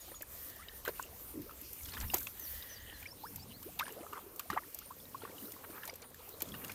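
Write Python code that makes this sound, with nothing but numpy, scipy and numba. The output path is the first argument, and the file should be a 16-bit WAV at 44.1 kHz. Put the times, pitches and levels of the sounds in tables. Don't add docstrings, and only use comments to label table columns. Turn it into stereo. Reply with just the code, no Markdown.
import sys
import numpy as np
from scipy import signal
from scipy.fft import rfft, irfft, next_fast_len
from scipy.io import wavfile
from scipy.ndimage import uniform_filter1d
from numba import njit

SR = 44100
rng = np.random.default_rng(int(sys.argv[2]) if len(sys.argv) > 2 else 0)


def to_wav(sig):
    pcm = np.clip(np.atleast_2d(sig), -1, 1) * 32767
    pcm = np.round(pcm).astype(np.int16)
    wavfile.write(sys.argv[1], SR, pcm.T)


N = 297234


def undb(db):
    return 10 ** (np.asarray(db) / 20)


def unit(x):
    return x / np.sqrt(np.mean(x ** 2))


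def curve(rows):
    return np.interp(np.arange(N) / SR, *np.transpose(rows))


@njit
def svf(x, hz, width):
    y, band_state, low_state = np.empty(len(x)), 0., 0.
    for i in range(len(x)):
        centre = hz[i % len(hz)]
        gain, damping = np.tan(np.pi * centre / SR), width[i % len(width)] / centre
        passed = (band_state + gain * (x[i] - low_state)) / (1 + gain * (gain + damping))
        band_state = 2 * passed - band_state
        low_state += 2 * gain * passed
        y[i] = damping * passed
    return y


def band(x, hz, width):
    return svf(x, 1. * np.atleast_1d(hz), 1. * np.atleast_1d(width))


def steep_band(x, hz, width):
    return band(band(x, hz, width), hz, width)


def walk(rate_hz, size=N):
    hold = int(SR / rate_hz)
    steps = np.repeat(rng.standard_normal(N // hold + 1), hold)
    return 1.6 * uniform_filter1d(uniform_filter1d(steps, hold), hold)[:size]


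def add(out, start_s, x, pan_db=0., lag_s=0.):
    for channel, at_s, db in ((0, start_s + lag_s, pan_db / 2), (1, start_s, -pan_db / 2)):
        i = max(int(at_s * SR), 0)
        out[channel, i:i + len(x)] += undb(db) * x[:N - i]


def bed(colour, level_db, coherence, flicker_db, flicker_hz, pan_db):
    hz, db = np.transpose(colour)
    size = next_fast_len(N)
    octave = np.log2(np.arange(size // 2 + 1) * SR / size + 1e-3)
    spectrum = undb(np.interp(octave, np.log2(hz), db, -150, -150))
    mid, side = rfft(rng.standard_normal((2, size))) * spectrum
    pair = np.sqrt(1 + coherence) * mid + np.sqrt(1 - coherence) * side * np.array([[1], [-1]])
    out = 0
    for centre in np.arange(np.log2(hz[0]), np.log2(hz[-1]) + .5, .5):
        band_gain = np.clip(1 - 2 * np.abs(octave - centre), 0, 1)
        out = out + undb(flicker_db * walk(flicker_hz)) * irfft(pair * band_gain, size)[:, :N]
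    return unit(out) * undb(level_db + np.array([[pan_db], [-pan_db]]) / 2)


def decay(t, t60_s, attack_s):
    return np.exp(-np.log(1000) * t / t60_s) * (1 - np.exp(-t / attack_s))


def bubble(hz, ring_s, rise):
    t = np.arange(int(ring_s * SR) + 8) / SR
    return np.sin(2 * np.pi * hz * t * (1 + rise * t / ring_s)) * decay(t, ring_s, attack_s=.0008)


def whistle(hz, db, waver_db):
    t = np.arange(len(hz)) / SR
    fade = np.clip(np.minimum(t, t[-1] - t) / 0.0024, 0, 1)
    gain = undb(db + waver_db * walk(314, len(t)))
    return np.sqrt(2) * fade * gain * np.sin(2 * np.pi * np.cumsum(hz) / SR)


# time_s, level_db
WIND_LEVEL = [(0.0, -73), (0.05, -59.5), (1.71, -60.5), (1.8, -65), (1.84, -45), (1.91, -61), (2.05, -36),
              (2.1, -51), (2.46, -63), (2.55, -49.5), (2.68, -70), (2.83, -50), (3.1, -66), (3.42, -64),
              (4.47, -71), (4.51, -62), (4.58, -69), (6.44, -68.5), (6.48, -59), (6.74, -72)]
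# frequency_hz, density_db
WIND_SPECTRUM = [(13, -30), (22, -8), (70, 3), (88, -8.5), (120, -9.5), (160, -58), (260, -120)]


def wind():
    return bed(WIND_SPECTRUM, curve(WIND_LEVEL), 0.31, flicker_db=0.48, flicker_hz=13, pan_db=0.028)


# time_s, level_db
RUMBLE_LEVEL = [(0.0, -84), (0.04, -67.5), (1.33, -63.5), (1.41, -47.5), (1.46, -65.5), (1.82, -66),
                (2.01, -52), (2.38, -66), (3.23, -63), (3.34, -55), (4.45, -69), (4.51, -54), (4.62, -68),
                (5.14, -60.5), (6.21, -66.5), (6.25, -70), (6.49, -55), (6.74, -56.5)]
# frequency_hz, density_db
RUMBLE_SPECTRUM = [(80, 12), (110, 1.5), (200, 0.5), (300, 0)]


def ground_rumble():
    return bed(RUMBLE_SPECTRUM, curve(RUMBLE_LEVEL), 1.0, flicker_db=0.54, flicker_hz=8.3, pan_db=-0.1)


# pitch_hz, level_db, first_chirp_s, period_s, scatter_s
CRICKETS = [(9280, -61.5, .115, .1695, .014), (9560, -61.5, .137, .197, .014)]
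CHIRP_S, STROKES_HZ, STROKE_DEPTH = .075, 126, .55


def crickets(count=48):
    out, t = np.zeros((2, N)), np.arange(int(CHIRP_S * SR)) / SR
    swell = np.sqrt(np.sin(np.pi * t / CHIRP_S))
    for hz, db, first_s, period_s, scatter_s in CRICKETS:
        for k, (late, loud, quick) in enumerate(rng.standard_normal((count, 3))):
            centre_s = first_s + period_s * k + scatter_s * late
            strokes = 1 - STROKE_DEPTH * np.cos(np.pi * STROKES_HZ * (1 + .05 * quick) * t) ** 2
            tone = unit(steep_band(rng.standard_normal(len(t)), hz, width=450))
            if centre_s < N / SR:
                add(out, centre_s - CHIRP_S / 2, undb(db + 3.4 * loud) * strokes * swell * tone)
    return out


# start_s, length_s, first_hz, last_hz, onset_offset_hz, level_db
BIRD_NOTES = [(0.008, 0.022, 6830, 6660, 2, -49.5), (0.147, 0.027, 6740, 6740, -3, -50),
              (0.208, 0.018, 7050, 6850, 2, -63), (2.079, 0.057, 5330, 4800, 478, -51),
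              (2.389, 0.1, 6320, 4360, 2, -55), (2.689, 0.093, 6190, 4520, -7, -53),
              (2.8, 0.031, 6300, 7150, -11, -58), (2.934, 0.039, 4120, 4080, 700, -61),
              (3.072, 0.057, 4560, 5520, 1600, -49.5), (3.2, 0.042, 3950, 4220, 9, -63.5),
              (3.231, 0.058, 4550, 5500, 1515, -55), (3.395, 0.044, 4600, 5350, -5, -52),
              (3.525, 0.061, 3970, 4720, -7, -62)]
# delay_s, gain_db
BIRD_ECHOES = [(.009, -13), (.021, -16), (.036, -19)]
HOOK_S = 0.00616
PLUNGE_AT, PLUNGE_WIDTH = .68, .14


def bird():
    out = np.zeros((2, N))
    for start_s, length_s, first_hz, last_hz, hook_hz, db in BIRD_NOTES:
        u = np.linspace(0, 1, int(length_s * SR))
        plunge = .25 * u + .75 * (1 + np.tanh((u - PLUNGE_AT) / PLUNGE_WIDTH)) / 2
        slide = np.sin(np.pi / 2 * u ** 1.2) ** 2 if last_hz > first_hz else plunge
        hz = first_hz + (last_hz - first_hz) * slide + hook_hz * np.exp(-u * length_s / HOOK_S)
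        hz *= 1 + .006 * walk(400, len(u))
        note = np.sin(np.pi * u).clip(0) ** 0.2 * whistle(hz, db, waver_db=1.5)
        add(out, start_s, note, pan_db=.8, lag_s=-.0007)
        for delay_s, echo_db in BIRD_ECHOES:
            add(out, start_s + delay_s, undb(echo_db) * note, lag_s=.0003)
    return out


# time_s, treble_level_db
RUB_LEVEL = [(0.0, -58.5), (0.09, -53.5), (0.26, -62), (0.336, -49), (0.49, -49), (0.53, -57.5),
             (0.72, -59), (0.764, -51), (0.83, -60), (0.88, -46.5), (0.93, -55), (1.0, -49.5), (1.086, -59),
             (1.23, -51.5), (1.31, -51.5), (1.39, -59.5), (1.6, -54), (1.75, -51.5), (2.1, -50),
             (2.15, -42), (2.2, -43.5), (2.33, -54.5), (2.52, -44.5), (2.65, -52.5), (2.89, -60),
             (3.01, -52.5), (3.08, -61), (3.2, -59.5), (3.31, -52.5), (3.47, -63.5), (3.65, -53),
             (3.76, -56.5), (3.86, -58.5), (3.92, -54.5), (4.0, -58.5), (4.2, -58), (4.57, -59.5),
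             (4.685, -54.5), (4.83, -59.5), (5.06, -55.5), (5.28, -59), (5.44, -49), (5.6, -58.5),
             (5.72, -54), (5.87, -55), (5.93, -63), (6.04, -63), (6.1, -64.5), (6.29, -56.5), (6.39, -59),
             (6.47, -56), (6.6, -54), (6.74, -54)]
# frequency_hz, density_db
HISS_SPECTRUM = [(5760, -16), (9800, -7.5), (10800, -4), (12100, 3.5), (13400, 5.5), (15200, 2),
                 (16200, -24)]
# frequency_hz, density_db
BODY_SPECTRUM = [(940, -9), (1600, -1), (2510, 1.5), (3130, 0.5), (3760, 0.5), (4600, 1), (11000, -2),
                 (14300, -57), (22000, -120)]


def rustle():
    rub_db = curve(RUB_LEVEL)
    body_db = -59.3 + 0.4 * (rub_db - np.mean(rub_db))
    hiss = bed(HISS_SPECTRUM, rub_db, coherence=.6, flicker_db=1.2, flicker_hz=25, pan_db=-8.0)
    body = bed(BODY_SPECTRUM, body_db, coherence=0.3, flicker_db=2.4, flicker_hz=22, pan_db=0.2)
    return hiss + body


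def stalk_crackle(count=500):
    out, rub_db, t = np.zeros((2, N)), curve(RUB_LEVEL), np.arange(256) / SR
    envelope = t / .001 * np.exp(-t / .001)
    for when, pitch, size, place in rng.random((count, 4)):
        hz = 3500 * 4.0 ** pitch
        click = unit(steep_band(rng.standard_normal(len(t)), hz, .2 * hz)) * envelope
        db = rub_db[int(when * N)] - 7.0 + 9.0 * size ** 3
        add(out, when * N / SR, undb(db) * click, 10.0 * (place - .7), 0.00044 * (place - .4))
    return out


# start_s, mid_level_db, top_relative_db, low_relative_db
TICKS = [(.221, -45, 14, -17), (0.499, -48, 6, -15), (.561, -54, 12, -20), (0.85, -52, 17, -8),
         (.858, -48, 0, 2), (.879, -42, 5, -10), (1.025, -37, -9, -20), (1.418, -54, 12, -8),
         (1.613, -51, 15, -13), (1.73, -46.5, 11.5, -18), (1.833, -43, -6, -12), (1.847, -52, 9, -10),
         (1.857, -45.5, -10, 3), (1.885, -44, -8, -8), (1.894, -42.5, -8, -9), (1.948, -50, -8, -3),
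         (1.982, -47, 4, -8), (2.001, -37, -8, -9), (2.011, -43, 5, -11), (2.019, -42, -8, -10),
         (2.135, -44, -2, -18), (2.141, -25, 2.5, -8), (2.144, -39, 16, -25), (2.168, -36, -10, -9),
         (2.182, -33, -2, -8), (2.205, -40, -6, -15), (2.229, -42, 6, -12), (2.27, -42, -7, 0),
         (2.396, -46, 12, -30), (3.359, -42, 8, -8), (3.628, -45.5, 2, -2), (3.79, -49, 19.5, 12),
         (3.795, -50.5, 16, 18.5), (3.816, -53, 2, -7), (3.836, -50, 6, 0), (3.881, -50, -5, -5),
         (3.923, -47, 6, -20), (4.131, -49.5, 2, -6), (4.36, -49, 10, -15), (4.394, -35, 5.5, -1),
         (4.503, -45, 5, -6), (4.535, -53, 11, 0), (4.745, -38.5, 6, -22), (4.787, -42, 8, -1.5),
         (5.519, -41, 4, -8), (5.853, -39, 0, -25), (5.876, -41, 6, -4), (5.938, -44, -4, -6),
         (5.956, -48, 10, -20), (6.019, -44, -9, -13), (6.103, -57, 5, -8), (6.144, -51, 5, -3),
         (6.29, -47, 5, -18), (6.404, -39, 0, -10), (6.42, -34.5, 11.5, -1.5), (6.488, -46.5, -7, -6),
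         (6.646, -41.5, 5, -1), (6.68, -44, 1, -3), (6.718, -46, 6, 2)]


def ticks():
    out, t = np.zeros((2, N)), np.arange(3072) / SR
    for start_s, db, top_db, low_db in TICKS:
        noise = rng.standard_normal((3, len(t)))
        envelope = undb(db) * decay(t, t60_s=.024, attack_s=.0008)
        top = undb(top_db) * unit(steep_band(noise[0], 12740, 6000))
        mid = unit(steep_band(noise[1], 7300, 4500))
        low = undb(low_db) * unit(band(noise[2], 3420, 2500))
        add(out, start_s, envelope * top, pan_db=-8.0, lag_s=.00007)
        add(out, start_s, envelope * (mid + low), pan_db=-1.5, lag_s=.00002)
    return out


# start_s, length_s, throat_hz, level_db
GRUNTS = [(1.332, 0.11, 318, -43.5), (5.417, 0.036, 298, -46.5), (6.472, 0.12, 202, -50)]
GLOTTAL_HZ, THROAT_SAG = 43.6, 0.13


def grunts():
    out = np.zeros((2, N))
    for start_s, length_s, throat_hz, db in GRUNTS:
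        u = np.linspace(0, 1, int(length_s * SR))
        hz = throat_hz * (1 - THROAT_SAG * u)
        cycles = np.cumsum(GLOTTAL_HZ * (1 + 0.204 * walk(56.5, len(u)))) / SR
        pulses = np.diff(np.floor(cycles + 0.666), prepend=0)
        breath = 0.04 * rng.standard_normal(len(u))
        voice = band(band(pulses + breath, hz, 71), hz, 140)
        add(out, start_s, unit(voice) * np.sin(np.pi * u) * undb(db), pan_db=-3.5)
    return out


# time_s, level_db
SLOSH_LEVEL = [(0.0, -63), (1.29, -58.5), (1.71, -62.5), (3.75, -61.5), (4.02, -55), (4.9, -63),
               (5.11, -61), (5.25, -56), (5.8, -59), (6.14, -61.5), (6.63, -53.5), (6.74, -57.5)]
# frequency_hz, density_db
SLOSH_SPECTRUM = [(110, -44), (190, -6), (483, 2.5), (727, -6), (1100, -4.5), (1240, -5.5), (1770, -15.5),
                  (2200, -20), (2860, -89), (4840, -120)]


def slosh():
    return bed(SLOSH_SPECTRUM, curve(SLOSH_LEVEL), 0.011, flicker_db=2.1, flicker_hz=14, pan_db=-3.5)


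def gurgle(count=1200):
    out, slosh_db = np.zeros((2, N)), curve(SLOSH_LEVEL)
    for when, pitch, size, place in rng.random((count, 4)):
        hz = 260 * 22.0 ** pitch
        db = slosh_db[int(when * N)] + 0.5 + 12.8 * size ** 3
        ping = undb(db) * bubble(hz, ring_s=28.3 / hz, rise=0.45)
        add(out, when * N / SR, ping, 10.0 * (place - .6), 0.00068 * (place - .3))
    return out


# start_s, length_s, level_db
SIPS = [(0.301, 0.52, -55.5), (2.341, 0.773, -51)]
# centre_hz, width_hz, gain_db
MOUTH_FORMANTS = [(1990, 330, 1), (2450, 400, -4), (2980, 600, -4)]
FORMANT_SAG = 0.089


def sips():
    out = np.zeros((2, N))
    for start_s, length_s, db in SIPS:
        size = int(length_s * SR)
        air = rng.standard_normal(size) * undb(1.5 * walk(39.6, size))
        sag = np.linspace(1, 1 - FORMANT_SAG, size) * (1 + .015 * walk(12, size))
        hiss = sum(undb(gain_db) * unit(steep_band(air, hz * sag, width))
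                   for hz, width, gain_db in MOUTH_FORMANTS)
        swell = np.sin(np.linspace(0, np.pi, size)).clip(0) ** 0.41
        add(out, start_s, undb(db) * hiss * swell, pan_db=0.5, lag_s=-.0002)
    return out


# start_s, length_s, level_db, first_hz, last_hz, width_hz
SLURPS = [(0.878, 0.022, -43, 520, 422, 250), (0.849, 0.034, -49.5, 1600, 1900, 2000),
          (0.948, 0.14, -56, 2660, 2900, 600), (1.869, 0.2, -52.5, 2200, 1200, 2600),
          (2.149, 0.096, -62, 1820, 2200, 2500), (2.852, 0.084, -54.5, 3130, 2830, 660),
          (3.492, 0.042, -55, 3140, 2970, 596), (4.122, 0.079, -49.5, 1170, 1090, 396),
          (4.524, 0.027, -49.5, 1400, 1500, 700), (4.552, 0.042, -48.5, 1500, 1880, 600),
          (5.203, 0.1, -61, 980, 1410, 810), (5.631, 0.024, -56.5, 1300, 1500, 1400),
          (5.687, 0.22, -57.5, 780, 2080, 1230), (6.022, 0.04, -56, 1120, 900, 900),
          (6.324, .045, -58.5, 4000, 4160, 500), (6.599, 0.23, -60, 1920, 2106, 1800)]


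def slurps():
    out = np.zeros((2, N))
    for start_s, length_s, db, first_hz, last_hz, width in SLURPS:
        size = int(length_s * SR)
        bursts = (rng.random(size) < .035) * rng.standard_normal(size)
        hiss = .06 * rng.standard_normal(size)
        wet = unit(steep_band(bursts + hiss, np.linspace(first_hz, last_hz, size), width))
        swell = np.sqrt(np.sin(np.linspace(0, np.pi, size)).clip(0))
        add(out, start_s, wet * swell * undb(db + 3.7 * walk(114.6, size)), pan_db=-2.0, lag_s=.0001)
    return out


# start_s, length_s, first_hz, last_hz, level_db
GLUGS = [(0.591, 0.039, 1113, 1460, -53), (0.625, 0.02, 1850, 2670, -46), (3.235, 0.038, 760, 1810, -42.5),
         (3.615, 0.047, 792, 2150, -58), (4.813, 0.023, 1150, 1910, -56), (3.655, 0.048, 277, 865, -47.5),
         (3.967, 0.038, 489, 786, -47.5), (4.027, 0.025, 513, 795, -48.5), (4.501, 0.068, 139, 884, -47),
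         (3.055, 0.023, 2058, 2763, -38), (3.808, 0.028, 990, 1730, -36), (4.564, 0.031, 758, 1338, -36),
         (4.904, 0.023, 968, 1260, -46), (5.145, 0.018, 1000, 1240, -45.5)]
GLUG_PEAK_AT, GLUG_FALL_DB = 0.13, 9.5


def glugs():
    out = np.zeros((2, N))
    for start_s, length_s, first_hz, last_hz, db in GLUGS:
        u = np.linspace(0, 1, int(length_s * SR))
        hz = first_hz * (last_hz / first_hz) ** u
        swell_db = -GLUG_FALL_DB * np.abs(u - GLUG_PEAK_AT) / (1 - GLUG_PEAK_AT)
        add(out, start_s, whistle(hz, db + swell_db, waver_db=2.2), pan_db=-1.5, lag_s=.00015)
    return out


# start_s, level_db, pitch_hz
PINGS = [(.117, -48, 1850), (.146, -45, 3420), (.212, -48, 2490), (0.684, -39, 2970), (.694, -46, 1800),
         (.851, -41, 1140), (.867, -43, 3970), (.892, -45, 4300), (.996, -31.5, 1450), (1.808, -48, 2190),
         (1.885, -46, 2910), (1.921, -39.5, 4300), (1.957, -41, 3640), (1.977, -40, 3020),
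         (2.002, -40, 5760), (2.156, -41, 2220), (2.199, -47, 2320), (2.272, -47, 1400), (3.795, -29, 3600),
         (3.795, -31, 2570), (3.856, -54, 3500), (3.882, -47, 3200), (3.905, -45.5, 2830),
         (4.035, -50, 1290), (4.13, -44, 2780), (4.154, -47, 2000), (4.178, -51, 3380), (4.502, -44, 4600),
         (4.503, -48, 3500), (4.53, -47, 3950), (4.546, -45, 2780), (4.501, -30.5, 1820),
         (4.562, -35, 1250), (4.568, -31, 750), (4.572, -44, 1930), (4.58, -51, 3040), (4.635, -46, 1800),
         (5.001, -49, 3430), (5.054, -47, 3800), (5.181, -51, 4140), (5.207, -48, 3180), (5.225, -51, 3350),
         (5.254, -44, 1770), (5.294, -49, 1870), (5.315, -49, 2230), (5.366, -52, 3250), (5.414, -52, 2900),
         (5.456, -47, 3880), (5.481, -49, 1380), (5.505, -52, 2880), (5.408, -59, 605), (5.575, -55, 1000),
         (5.64, -53, 1720), (5.643, -54, 1060), (5.687, -60, 606), (5.712, -64, 1300), (5.763, -53, 1140),
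         (5.877, -45, 2250), (5.889, -42, 665), (5.735, -50, 2280), (5.75, -55, 2480), (5.822, -49, 1620),
         (5.849, -46, 1360), (5.897, -35, 4830), (5.898, -36, 5700), (6.023, -49, 2300), (6.144, -50, 1770),
         (6.03, -51, 2300), (6.455, -45, 604), (6.55, -41, 2820), (6.646, -40, 2780), (6.699, -39, 2430),
         (6.455, -47.5, 3500), (6.487, -46, 3320), (6.52, -39.5, 3300), (6.541, -40.5, 1820),
         (6.643, -48, 1550), (6.721, -54, 4070)]
PING_RING_S = .022


def pings():
    out = np.zeros((2, N))
    for start_s, db, hz in PINGS:
        ping = bubble(hz, PING_RING_S * (1000 / hz) ** 0.3, rise=.03)
        add(out, start_s, undb(db + 4.0) * ping, pan_db=-1.0, lag_s=.00003)
    return out


def spray(count=14):
    t = np.arange(4096) / SR
    cloud = np.zeros(len(t))
    for when, pitch, size in rng.random((count, 3)):
        hz = 800 * 2 ** (2.6 * pitch)
        drop = undb(12.0 * size) * bubble(hz, ring_s=69.0 / hz, rise=0.5)
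        i = int(when * 0.034 * SR)
        cloud[i:i + len(drop)] += drop[:len(t) - i]
    mist = unit(band(band(rng.standard_normal(len(t)), 950, 6700), 2000, 7700))
    return decay(t, t60_s=0.081, attack_s=0.0012) * (cloud / cloud[:1500].std() + undb(-4) * mist)


# start_s, level_db, pitch_hz, pan_db, spray_db
PLOPS = [(0.08, -50, 720, -9, 5), (0.117, -44.5, 525, -8, -2), (0.142, -43, 1240, 1, -11),
         (0.208, -44, 587, -4, 1.5), (0.229, -36, 1680, 5, -20), (0.685, -36.5, 3700, -4, -10),
         (0.851, -29, 3070, 2, -12), (0.877, -22.5, 1510, -4.5, -7), (0.878, -31, 470, -8, -7),
         (0.884, -35.5, 1010, -7, -20), (0.996, -28, 1020, -7, -28), (1.494, -37, 1300, 1, -9),
         (1.509, -45, 1210, 16, -1), (1.853, -35, 3280, 0, -15), (1.886, -48, 1380, 9, 8),
         (1.935, -44.5, 1910, 4, 15.5), (1.969, -29, 1690, 1, -2), (2.01, -40.5, 2030, -4, 12),
         (2.039, -34.5, 1732, 2, -3), (2.1, -27, 2740, 9.5, -16), (2.137, -25.5, 755, -2, -1),
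         (2.141, -35, 930, 4, 6), (2.144, -32.5, 360, -8, -20), (2.163, -44, 686, -17, 5),
         (2.214, -42, 1522, -4, -4), (2.269, -28.5, 2550, 10.5, -12.5), (2.624, -34.5, 3700, -2.5, -7),
         (3.027, -41.5, 2330, 17, -5), (3.058, -36, 2260, 11, -22), (3.795, -32, 910, 5, 4.5),
         (3.808, -29, 1160, 15, -10), (3.855, -45, 1620, 9, 3.5), (3.866, -41.5, 1660, -23, -12),
         (3.879, -37, 1040, 3, 3), (4.008, -42.5, 327, -5, -2), (4.065, -37, 1230, -5, -22),
         (4.132, -44, 410, -2, -1), (4.397, -34.5, 1139, 1, -3), (4.501, -22, 1165, 0, -3.5),
         (4.53, -30.5, 1320, 0, -1), (4.575, -20, 1130, 0, -31), (4.908, -37.5, 990, -5, -12),
         (5.146, -35.5, 1050, -7, -23), (5.218, -40, 885, 1.5, 0), (5.235, -38, 437, -5, -4),
         (5.251, -32.5, 1105, -1.5, -18), (5.297, -43, 358, -3, -0.5), (5.382, -52.5, 2920, -30, -19),
         (5.564, -42.5, 1070, -4, -17), (5.645, -55, 506, -10, 1), (5.7, -41.5, 313, -4, -3),
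         (5.758, -50.5, 1170, -15, 4), (5.833, -30.5, 1700, -1.5, -6.5), (5.878, -43, 860, -12, 3.5),
         (5.895, -32, 2170, -9.5, -11), (5.931, -42.5, 505, -10, -23), (6.025, -50.5, 466, -13, 7.5),
         (6.408, -32, 2340, -5, -5.5), (6.424, -41, 320.7, -3, -5), (6.517, -52, 302.7, -11, -7),
         (6.541, -35.5, 2750, 7.5, -2), (6.64, -45.5, 2770, -15, 3.5), (6.695, -40.5, 2190, 16, 3.5)]
PLOP_RING_S, PLOP_SHORTEST_S = 0.021, .018
OVERTONE_RATIO, OVERTONE_DB = 1.298, -11.5


def plops():
    out = np.zeros((2, N))
    for start_s, db, hz, pan_db, spray_db in PLOPS:
        ring_s = max(PLOP_RING_S * (1000 / hz) ** 0.49, PLOP_SHORTEST_S)
        fundamental = bubble(hz, ring_s, rise=0.067)
        overtone = undb(OVERTONE_DB) * bubble(OVERTONE_RATIO * hz, ring_s, rise=0.079)
        add(out, start_s, undb(db + 4.0) * (fundamental + overtone), pan_db, lag_s=.00019)
        add(out, start_s - .001, undb(db + spray_db - 9.5) * spray(), pan_db, lag_s=.00005)
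    return out


def scene():
    background = wind() + ground_rumble() + crickets() + bird()
    animals = rustle() + stalk_crackle() + ticks() + grunts()
    drinking = slosh() + gurgle() + sips() + slurps() + glugs() + pings() + plops()
    return background + animals + drinking


def record(dry):
    cutoff_hz = 15900
    return signal.sosfilt(signal.ellip(8, .2, 70, cutoff_hz, fs=SR, output="sos"), dry)


dry = scene()
out = record(dry)
to_wav(out)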